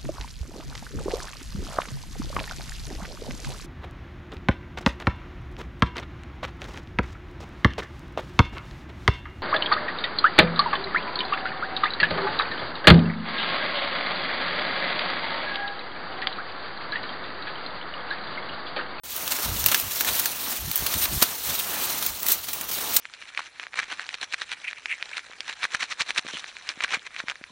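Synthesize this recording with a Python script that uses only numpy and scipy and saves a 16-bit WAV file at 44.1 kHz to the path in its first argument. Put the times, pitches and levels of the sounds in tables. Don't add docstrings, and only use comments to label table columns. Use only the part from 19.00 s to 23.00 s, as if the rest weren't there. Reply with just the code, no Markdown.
import sys
import numpy as np
from scipy import signal
from scipy.fft import rfft, irfft, next_fast_len
from scipy.io import wavfile
from scipy.ndimage import uniform_filter1d, map_coordinates

SR = 44100
rng = np.random.default_rng(int(sys.argv[2]) if len(sys.argv) > 2 else 0)


def unload_wav(signal):
    wavfile.write(
        sys.argv[1],
        SR,
        np.round(np.clip(np.atleast_2d(signal).T, -1, 1) * 32767).astype(np.int16),
    )


N = 176400

# (time [s], relative level [dB])
RUB_LEVELS = [(.04, -40), (.13, -33.5), (.2, -32.5), (.33, -32), (.37, -30), (.56, -31), (.61, -30),
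              (.78, -28), (.85, -32.5), (.91, -29.5), (.97, -29), (1.06, -30), (1.17, -25), (1.3, -30.5),
              (1.38, -34), (1.44, -31), (1.53, -27.5), (1.61, -36), (1.74, -31.5), (1.83, -29),
              (1.89, -29.5), (2.0, -26.5), (2.08, -34), (2.13, -28.5), (2.28, -29.5), (2.41, -36.5),
              (2.47, -27), (2.6, -27.5), (2.66, -31), (2.79, -28.5), (2.88, -28.5), (2.97, -30),
              (3.08, -29.5), (3.12, -35.5), (3.22, -35), (3.32, -25.5), (3.39, -36), (3.67, -36.5),
              (3.74, -31), (3.88, -30), (4.0, -31.5)]
# (time [s], relative level [dB])
DRAG_LEVELS = [(.04, -47.5), (.13, -47.5), (.2, -38.5), (.45, -36.5), (.58, -41), (.72, -34.5),
               (.88, -43.5), (1.1, -36.5), (1.38, -42), (1.5, -36), (1.62, -45), (1.76, -42.5),
               (1.86, -37.5), (2.18, -40.5), (2.32, -38.5), (2.41, -45.5), (2.49, -36.5), (2.65, -41),
               (2.77, -34.5), (2.95, -36.5), (3.17, -46), (3.31, -36.5), (3.4, -47.5), (3.64, -41.5),
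               (3.83, -38), (4.0, -39.5)]
# (time [s], length [s], relative level [dB])
WIND_PUFFS = [(0.44, 0.13, -33), (0.53, 0.19, -37.5), (.816, 0.082, -42), (1.07, .08, -45),
              (1.585, 0.14, -35.5), (1.786, 0.077, -37), (1.947, 0.041, -29.5), (1.994, 0.077, -42),
              (2.082, 0.084, -31), (2.155, 0.037, -28), (2.46, 0.085, -43), (3.06, .1, -49)]
# (time [s], relative level [dB], t60 [s], tilt [dB/octave], resonance [Hz])
SNAPS_AND_FOOTFALL = [(.163, -22.5, .02, 3, 14000), (0.2778, -15, 0.0083, -1, 4870),
                      (.3198, -15.5, .014, -1, 4800), (.387, -29, .03, -5, 330),
                      (.641, -15.5, .011, -.3, 3640), (.661, -9, 0.032, 0.8, 12900),
                      (.685, -20, .045, -1, 3900), (.716, -19, .05, 0, 3040),
                      (.745, -11.5, 0.038, -.5, 1460), (.799, -17, 0.013, 1, 3600),
                      (1.008, -15.5, .03, -1.5, 1770), (1.047, -19, 0.021, -1, 3200),
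                      (1.196, -15, .036, 1.5, 4630), (1.257, -16.5, .034, -1, 1380),
                      (1.714, -19.5, 0.021, -0.5, 13500), (1.757, -13.5, 0.016, 2.5, 13000),
                      (1.764, -17, .013, 2, 14500), (1.7765, -17, .011, 6, 14000),
                      (1.864, -16.5, .032, -.3, 4170), (1.939, -18, 0.028, -0.5, 2000),
                      (2.055, -19, 0.024, -3.5, 3500), (2.2162, -18.5, 0.024, -2.5, 8500),
                      (2.2219, -15.5, 0.041, -3, 3630), (2.225, -10.3, .055, -1.6, 4320),
                      (3.025, -22, 0.047, -1.5, 3000), (3.0637, -18, .034, 0.5, 13500),
                      (3.231, -16.5, 0.01, 3, 14500), (3.265, -17.5, .019, 1, 12500),
                      (3.285, -14.5, 0.02, 1.5, 6200), (3.319, -13, 0.055, 7, 6540),
                      (3.485, -28, 0.069, -1, 4000), (3.53, -26.5, .13, 1.5, 2400),
                      (3.611, -25, 0.04, 2, 7500), (3.689, -28, .025, 1.5, 3500),
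                      (3.713, -27, 0.08, 1, 5500), (3.9647, -8.5, 0.014, 1.5, 3900),
                      (3.967, -11, 0.037, 2, 5500)]
# (time [s], length [s], relative level [dB], tilt [dB/octave], resonance [Hz])
LEAF_CRUMPLES = [(.30, 0.042, -23, -1, 4320), (0.581, 0.038, -25.5, 2, 5400),
                 (0.673, 0.029, -25, 1.5, 2300), (0.709, 0.029, -20, -1.5, 2900),
                 (1.064, 0.044, -20, -1.5, 1510), (2.006, 0.058, -19.5, -.5, 13500),
                 (3.257, 0.1, -21, 1.5, 12500), (3.725, 0.036, -26.5, 3, 5400),
                 (3.928, 0.05, -22, 2, 13000)]
# (frequency [Hz], relative level [dB], t60 [s])
KNOCK_MODES = [(256, -2, 0.07), (345, -1.5, 0.05), (980, 0, .045), (1354, 2, 0.036), (2700, -1, .03)]
# (frequency [Hz], gain [dB])
RUB_SPECTRUM = [(150, -37), (600, -7.5), (1300, -3), (2500, 0), (4000, 1.5), (7000, 1), (16000, 1)]
LITTER_SPECTRUM = [(30, -23), (100, -8), (220, -0.5), (480, -1), (800, 1.5), (1200, 2), (2000, -4),
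                   (4000, -8.5), (8000, -9.5), (16000, -21)]
WIND_SPECTRUM = [(8, -50), (22, -23), (32, -14), (45, -3), (70, 2), (120, -6.5), (200, -12), (350, -21.5),
                 (900, -57)]
FRACTURE_SPECTRUM = [(60, -30), (300, -9), (700, -5), (1400, 1), (3000, 1), (7000, 0.5), (16000, 1.5)]
MIC_RESPONSE = [(2000, 0), (3200, 2), (4300, 2.5), (4950, -1), (5800, 2), (6800, 1), (7700, -1.5),
                (8900, 1.5), (10500, -2.5), (11700, 2), (13200, 3), (14900, 6.5), (15700, 5.5)]

TOP_HZ = 15850


def amp(db):
    return 10 ** (np.asarray(db) / 20)


def unit_rms(x):
    return x / np.sqrt(np.mean(x ** 2) + 1e-20)


def curve(points):
    return np.interp(np.arange(N) / SR, *np.transpose(points))


def wobble(knots_per_s):
    knots = rng.standard_normal(int(N * knots_per_s / SR) + 4)
    return map_coordinates(knots, [np.arange(N) * knots_per_s / SR])


def swell(length_s):
    return np.sin(np.pi * np.linspace(0, 1, int(length_s * SR)))


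def add(track, time_s, sound):
    part = track[max(round(time_s * SR), 0):][:len(sound)]
    part += sound[:len(part)]


def convolve(x, response):
    return signal.fftconvolve(x, response / np.linalg.norm(response))[:len(x)]


def colour(x, spectrum, tilt_db_oct=0, body_hz=None, size=8192, body_db=4, half_width_oct=.22):
    octave = np.log2(np.fft.rfftfreq(size, 1 / SR) + 1)
    hz, db = np.transpose(spectrum)
    gain_db = np.interp(octave, np.log2(hz), db) + tilt_db_oct * np.maximum(octave, np.log2(hz[0]))
    if body_hz:
        gain_db += body_db / (1 + ((octave - np.log2(body_hz)) / half_width_oct) ** 2)
    cepstrum = irfft(np.log(amp(gain_db)))
    cepstrum[1:size // 2] *= 2
    cepstrum[size // 2 + 1:] = 0
    response = irfft(np.exp(rfft(cepstrum)))
    return unit_rms(convolve(x, response))


def friction(grains_per_s, spread_db, mean_t60_s, hiss_db=2, size=256):
    onset, pitch, chance, life = rng.random((int(grains_per_s * N / SR), 4)).T[:, :, None]
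    t = np.arange(size) / SR
    level_db = -spread_db * np.log(np.maximum(chance, 1 / 200))
    t60_s = mean_t60_s * (.5 + life)
    rings = amp(level_db - 60 * t / t60_s) * np.sin(2 * np.pi * TOP_HZ * pitch * t)
    samples = (onset * N).astype(int) + np.arange(size)
    grains = np.bincount(samples.ravel(), rings.ravel(), N)[:N]
    return unit_rms(grains) + amp(hiss_db) * rng.standard_normal(N)


def passing_leaves(x, depth_db):
    spectrogram = signal.stft(x, nperseg=256)[2]
    patches = uniform_filter1d(rng.standard_normal(spectrogram.shape), size=4, axis=0)
    patches = uniform_filter1d(patches, size=20, axis=1)
    return signal.istft(spectrogram * amp(depth_db * unit_rms(patches)), nperseg=256)[1][:N]


def crackle(envelope, tilt_db_oct, body_hz, fractures_per_s=6000, tear_db=1, ring_db=-6.5):
    n, t = len(envelope), np.arange(SR // 100) / SR
    fractures = unit_rms(rng.standard_normal(n) * (rng.random(n) < fractures_per_s / SR))
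    burst = envelope * (fractures + amp(tear_db) * rng.standard_normal(n))
    modes_hz = TOP_HZ * rng.uniform(.069, 1, (8, 1))
    ring = np.cos(2 * np.pi * modes_hz * t).sum(0) * amp(-60 * t / .0075)
    burst += amp(ring_db) * convolve(burst, ring)
    envelope_rms = np.sqrt(np.mean(envelope ** 2))
    return envelope_rms * colour(burst, FRACTURE_SPECTRUM, tilt_db_oct, body_hz, size=512)


def transient(t60_s, tilt_db_oct, body_hz=None, attack_s=.00017):
    t = np.arange(SR // 12) / SR
    envelope = (1 - np.exp(-t / attack_s)) * amp(-60 * t / t60_s)
    return crackle(envelope, tilt_db_oct, body_hz)


def rubbing_leaves(trim_db=-2, flutter_db=1.73, ticks_per_s=45, tick_db=-.8, tick_range_db=6):
    slide = colour(friction(grains_per_s=7000, spread_db=3, mean_t60_s=.0042), RUB_SPECTRUM)
    slide = passing_leaves(slide, depth_db=1.54) * amp(flutter_db * wobble(70))
    for onset, strength, brightness in rng.random((int(ticks_per_s * N / SR), 3)):
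        tick = transient(t60_s=.015, tilt_db_oct=np.interp(brightness, [0, 1], [-1, 2.5]))
        add(slide, onset * N / SR, amp(tick_db + tick_range_db * strength) * tick)
    return amp(curve(RUB_LEVELS) + trim_db) * slide


def dragging_feet(trim_db=1, flutter_db=1.22):
    scuff = colour(friction(grains_per_s=9000, spread_db=2.5, mean_t60_s=.005), LITTER_SPECTRUM)
    return amp(curve(DRAG_LEVELS) + trim_db + flutter_db * wobble(50)) * scuff


def wind(breeze_db=-57.5, puff_trim_db=-.5, eddy_db=2):
    strength = np.full(N, amp(breeze_db))
    for time_s, length_s, db in WIND_PUFFS:
        add(strength, time_s, amp(db + puff_trim_db) * swell(length_s))
    rumble = colour(rng.standard_normal(N), WIND_SPECTRUM)
    running_rms = np.sqrt(np.abs(uniform_filter1d(rumble ** 2, size=SR // 30)) + 1e-9)
    return strength * amp(eddy_db * wobble(130)) * rumble / running_rms


def stalk_echo(x, level_db=-16, t60_s=.11, rise_s=.0039):
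    t = np.arange(SR // 4) / SR
    tail = rng.standard_normal(len(t)) * amp(-60 * t / t60_s) * (1 - np.exp(-t / rise_s))
    return amp(level_db) * convolve(x, tail)


def snaps_and_footfall(trim_db=1.5):
    out = np.zeros(N)
    for time_s, db, t60_s, tilt_db_oct, body_hz in SNAPS_AND_FOOTFALL:
        add(out, time_s, amp(db + trim_db) * transient(t60_s, tilt_db_oct, body_hz))
    return out


def crumpling_leaves(trim_db=-3):
    out = np.zeros(N)
    for time_s, length_s, db, tilt_db_oct, body_hz in LEAF_CRUMPLES:
        add(out, time_s, amp(db + trim_db) * crackle(swell(length_s), tilt_db_oct, body_hz))
    return out


def stalk_knock(time_s=2.222, level_db=-24.5):
    out, t = np.zeros(N), np.arange(SR // 10) / SR
    for hz, db, t60_s in KNOCK_MODES:
        add(out, time_s, amp(level_db + db - 60 * t / t60_s) * np.sin(2 * np.pi * hz * t))
    return out


def scene():
    near = snaps_and_footfall() + crumpling_leaves() + stalk_knock() + rubbing_leaves()
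    mono = near + stalk_echo(near) + dragging_feet() + wind()
    return np.array([mono, mono])


def record(dry, start_s=.035, low_cut_hz=29):
    size = next_fast_len(N + SR // 2)
    hz = np.fft.rfftfreq(size, 1 / SR)
    mic_hz, mic_db = np.transpose(MIC_RESPONSE)
    mic_gain = amp(np.interp(np.log(hz + 1), np.log(mic_hz), mic_db))
    passband = (hz < TOP_HZ) * hz ** 3 / np.hypot(hz ** 3, low_cut_hz ** 3)
    gated = dry * (np.arange(N) / SR > start_s)
    return irfft(rfft(gated, size) * mic_gain * passband, size)[:, :N]


dry = scene()
out = record(dry)
unload_wav(out)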